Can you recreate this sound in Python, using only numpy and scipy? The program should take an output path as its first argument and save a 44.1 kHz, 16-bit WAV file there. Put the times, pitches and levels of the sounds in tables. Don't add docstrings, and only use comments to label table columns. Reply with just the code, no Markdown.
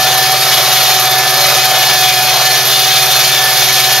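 import sys
import numpy as np
from scipy import signal
from scipy.fft import rfft, irfft, next_fast_len
from scipy.io import wavfile
from scipy.ndimage import uniform_filter1d, map_coordinates

SR = 44100
rng = np.random.default_rng(int(sys.argv[2]) if len(sys.argv) > 2 else 0)


def int16_out(signal):
    q = np.round(np.clip(np.atleast_2d(signal).T, -1, 1) * 32767)
    wavfile.write(sys.argv[1], SR, q.astype(np.int16))


N = 176400
TIME = np.arange(N) / SR


def engine(turns):
    orders = [1, 3, 5, 10, 18]
    order_levels = [-32, -33.5, -42, -41, -37]
    # (time [s], relative level [dB])
    drone_levels = [(0.0, -17.5), (0.32, -17.5), (0.42, -22.5), (1.0, -20), (1.9, -20), (2.04, -18.5),
                    (2.36, -23), (2.48, -19.5), (2.68, -27.5), (2.88, -20.5), (3.32, -24.5), (3.48, -20.5),
                    (3.7, -25), (4.0, -20)]
    # (start [s], end [s], level [dB])
    neighbour_flares = [(1.55, 1.92, -32), (2.2, 2.5, -31)]
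    # (start [s], end [s], level [dB])
    overtone_flares = [(1.42, 1.66, -24.5), (2.0, 2.32, -24.5)]
    flutters_db = 1.1 * np.sqrt(orders)
    harmonics = sum(amp(db) * tone(order * turns, flutter, rough_rad=0.2 * flutter)
                    for order, db, flutter in zip(orders, order_levels, flutters_db))
    drone = amp(curve(drone_levels) + 1) * tone(6 * turns, flutter_db=1.3, rough_rad=0.19, rate=65)
    neighbour = flares(neighbour_flares, rest_db=-39) * tone(7 * turns, flutter_db=1.5, rough_rad=0.37)
    overtone = flares(overtone_flares, rest_db=-32.5) * tone(20 * turns, flutter_db=1, rough_rad=0.53)
    hum = amp(-37.5) * unit(np.sin(2 * np.pi * 143 * TIME))
    return harmonics + drone + neighbour + overtone + hum


def exhaust(turns, puff_depth=0.1, hollow_hz=1251, hollow_width_hz=166):
    # (time [s], relative level [dB])
    levels = [(0.0, -21.5), (1.84, -22), (2.12, -24.5), (2.36, -22), (2.5, -24), (2.8, -23.3), (4.0, -23.5)]
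    # (frequency [Hz], relative density [dB])
    spectrum = [(30, -44), (60, -20), (100, -22), (170, -11.5), (290, -15), (400, -6.5), (500, -5),
                (620, 1.5), (740, 3), (930, -4), (1250, 0), (2100, -11.5), (9000, -24.5)]
    # (start [s], end [s], level [dB])
    hollow_flares = [(0.25, 1.8, -28.5)]
    pulsing = unit((1 + puff_depth * np.cos(2 * np.pi * turns)) * amp(1.23 * wobble(55)))
    gas = amp(curve(levels) + 3) * noise(spectrum, patchy_db=1.38)
    band = filtered(rng.standard_normal(N), lambda f: resonance(f, hollow_hz, hollow_width_hz) ** 2)
    hollow = pan(db=3.5) * flares(hollow_flares, rest_db=-41) * unit(band)
    return pulsing * (gas + hollow)


def blower(turns, fan_blades=14):
    # (time [s], relative level [dB])
    whine_levels = [(0.0, -21), (0.1, -27), (0.2, -21), (0.36, -29.5), (0.86, -33), (1.14, -27), (1.2, -22),
                    (1.56, -29.5), (1.98, -21.5), (2.12, -32), (2.2, -24), (2.28, -37), (2.46, -22.5),
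                    (2.94, -35), (3.28, -29), (3.48, -17.5), (3.55, -27.5), (3.86, -26.5), (3.95, -22)]
    # (start [s], end [s], level [dB])
    octave_flares = [(0.06, 0.13, -19.5), (0.5, 0.65, -24), (1.04, 1.17, -21.5), (1.77, 2.11, -21.8),
                     (2.67, 3.23, -20.3), (3.31, 3.39, -17), (3.54, 3.68, -22)]
    # (time [s], relative level [dB])
    rush_levels = [(0.0, -13.5), (0.36, -14), (0.44, -12.5), (0.9, -12), (1.02, -13.5), (1.3, -13.5),
                   (1.56, -11.5), (1.74, -13), (1.86, -10.5), (2.24, -14.5), (2.35, -11.5), (2.62, -13),
                   (2.92, -11), (3.08, -13.5), (3.17, -10.5), (3.4, -13), (3.8, -11.5), (4.0, -13.5)]
    # (frequency [Hz], relative density [dB])
    rush_spectrum = [(100, -90), (1600, -4.5), (2000, -4.5), (2300, -0.5), (2700, -3.5), (3300, 1.5),
                     (5300, -1), (6400, -3.5), (9000, -12.5), (16000, -15)]
    passes = fan_blades * turns
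    whine = amp(curve(whine_levels) + 1.5) * tone(passes, flutter_db=1.9, rough_rad=0.31, rate=70)
    octave = flares(octave_flares, rest_db=-33) * tone(2 * passes, flutter_db=1.4, rough_rad=0.45)
    rush = amp(curve(rush_levels) + 0.59 + 1.2 * wobble(60)) * noise(rush_spectrum, patchy_db=2.5)
    return whine + pan(db=1) * octave + rush


def cutter(turns, strokes_per_turn=0.22, scatter_s=0.012, scatter_db=2, clash_s=0.014):
    # (time [s], relative level [dB])
    levels = [(0.0, -21.5), (0.22, -18), (0.38, -18.5), (0.84, -17), (1.1, -19), (1.6, -17.7),
              (1.74, -21.5), (2.06, -17.5), (2.12, -23.3), (2.2, -19), (3.28, -17), (3.4, -21),
              (3.46, -15.5), (4.0, -18)]
    # (frequency [Hz], relative density [dB])
    spectrum = [(200, -44), (4500, 7.5), (9000, -3), (11000, -2), (12200, 0.5), (13000, -3.5), (14000, 3),
                (15700, -23)]
    modes_hz = [10410, 10670, 11170, 11365, 11915, 13195, 14440, 15200]
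    modes_db, mode_width_hz = [-9, -11, -10, -5, -0.5, -8, -9, -14], 65
    strokes = turns * strokes_per_turn
    starts = np.interp(np.arange(int(strokes[-1]) + 1), strokes, TIME)
    scrape = amp(1.06 * wobble(130)) * noise(spectrum, patchy_db=3.5)
    lateness, force = rng.standard_normal((len(starts), 2)).T
    onsets = np.clip((starts + scatter_s * lateness) * SR, 0, N - 1).astype(int)
    impulses = np.bincount(onsets, amp(scatter_db * force), N)
    age = TIME[:SR // 4] / clash_s
    clashes = signal.fftconvolve(impulses, (age * np.exp(-age ** 2)) ** 2)[:N]
    snips = unit((unit(clashes) + 3) * scrape)
    steel = lambda f: sum(amp(db) * resonance(f, hz, mode_width_hz) for hz, db in zip(modes_hz, modes_db))
    ring = unit(filtered(snips, steel))
    return amp(curve(levels)) * (amp(-4) * ring + snips)


def gears(turns, case_hz=4240, wander_hz=22):
    # (start [s], end [s], level [dB])
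    mesh_flares = [(1.47, 1.55, -22), (1.98, 2.08, -25), (2.88, 3.04, -24)]
    # (start [s], end [s], level [dB])
    case_flares = [(0.8, 0.96, -18), (1.37, 1.45, -18.5), (1.86, 2.14, -25), (2.33, 2.48, -20),
                   (2.48, 2.63, -23), (2.89, 3.3, -22), (3.55, 4.0, -25)]
    mesh = flares(mesh_flares, rest_db=-30.5) * tone(30.55 * turns, flutter_db=2, rough_rad=0.63, rate=30)
    pinion = amp(-29) * tone(35 * turns, flutter_db=0, rough_rad=0.82, rate=16)
    case_cycles = np.cumsum(case_hz + wander_hz * wobble(9)) / SR
    case = flares(case_flares, rest_db=-29) * tone(case_cycles, flutter_db=4, rough_rad=1, rate=55)
    return mesh + pinion + case


def swell(hz=576, peak_s=1.49, width_s=0.15):
    envelope = np.exp(-((TIME - peak_s) / width_s) ** 2)
    return amp(-26) * envelope * np.sqrt(2) * np.sin(2 * np.pi * hz * TIME)


def tone(cycles, flutter_db, rough_rad, rate=50):
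    flutter = amp(flutter_db * wobble(rate))
    return unit(flutter * np.sin(2 * np.pi * cycles + rough_rad * wobble(rate)))


def noise(spectrum, patchy_db):
    # (frequency [Hz], coherence [ratio])
    coherence = [(30, 0.79), (700, 0.98), (1500, 1), (2700, 0.99), (4500, 0.76), (7000, 0.59), (14000, 0.9)]
    # (frequency [Hz], level difference [dB])
    balance = [(100, 2), (2400, 0), (2800, 5), (3400, 3.5), (4200, 2.8), (4800, -2.5), (6400, -5.5),
               (8700, 2), (10200, -4.5), (11300, -13), (12500, 5), (15000, -4)]
    bins = signal.stft(rng.standard_normal((2, N)), nperseg=1024)[2]
    patches = uniform_filter1d(rng.standard_normal(bins.shape[1:]), size=2, axis=0)
    patches = uniform_filter1d(patches, size=7, axis=1)
    pair = signal.istft(bins * amp(patchy_db * unit(patches)), nperseg=1024)[1][:, :N]
    angle = lambda hz: np.arccos(np.clip(along(coherence, hz), -1, 1)) / 2
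    mid, side = filtered(pair, lambda hz: amp(along(spectrum, hz)) * [np.cos(angle(hz)), np.sin(angle(hz))])
    left_right = np.array([mid + side, mid - side])
    return unit(filtered(left_right, lambda hz: pan(along(balance, hz))))


def flares(rows, rest_db, fade_s=0.032):
    spans = [amp(db) * np.clip(np.minimum(TIME - start, end - TIME) / fade_s + .5, 0, 1)
             for start, end, db in rows]
    return np.maximum(amp(rest_db), np.max(spans, axis=0))


def resonance(f, hz, width_hz):
    return 1j * f * width_hz / (hz * hz - f * f + 1j * f * width_hz)


def filtered(x, response):
    size = next_fast_len(N + SR // 2)
    return irfft(rfft(x, size) * response(np.fft.rfftfreq(size, 1 / SR)), size)[..., :N]


def wobble(rate):
    return map_coordinates(rng.standard_normal(int(N * rate / SR) + 4), [np.arange(N) * rate / SR])


def curve(rows):
    return np.interp(TIME, *np.transpose(rows))


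def along(points, hz):
    frequencies, values = np.transpose(points)
    return np.interp(np.log(hz + 1), np.log(frequencies + 1), values)


def pan(db):
    return amp(np.array([[.5], [-.5]]) * db)


def amp(db):
    return 10 ** (np.asarray(db) / 20)


def unit(x):
    return x / np.sqrt(np.mean(x ** 2) + 1e-20)


def scene():
    # (time [s], speed [turns/s])
    speed = [(0.0, 125.1), (0.42, 126.1), (0.54, 125.1), (1.6, 125.3), (2.18, 124.1), (2.8, 125.8),
             (3.06, 125.3), (4.0, 125.5)]
    # (frequency [Hz], phase lead [rad])
    lead = [(140, 0.41), (380, 0.12), (2600, 0.14), (3500, -0.89), (5800, -0.54), (6600, 0.38)]
    turns = np.cumsum(curve(speed) + 0.2516 * wobble(14)) / SR
    machine = engine(turns) + exhaust(turns) + blower(turns) + gears(turns) + cutter(turns) + swell()
    return filtered(machine, lambda hz: np.exp(1j * along(lead, hz) * np.array([[.5], [-.5]])))


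def record(dry, ceiling=1.09, low_cut_hz=45, top_hz=15700, notch_hz=7895, notch_half_width_hz=556):
    rounded = dry / (1 + np.abs(dry / ceiling) ** 8) ** (1 / 8)
    notch = lambda hz: np.abs(hz - notch_hz) / np.hypot(hz - notch_hz, notch_half_width_hz)
    low_cut = lambda hz: hz ** 2 / np.hypot(hz ** 2, low_cut_hz ** 2)
    return filtered(rounded, lambda hz: low_cut(hz) * notch(hz) * (hz < top_hz))


dry = scene()
out = record(dry)
int16_out(out)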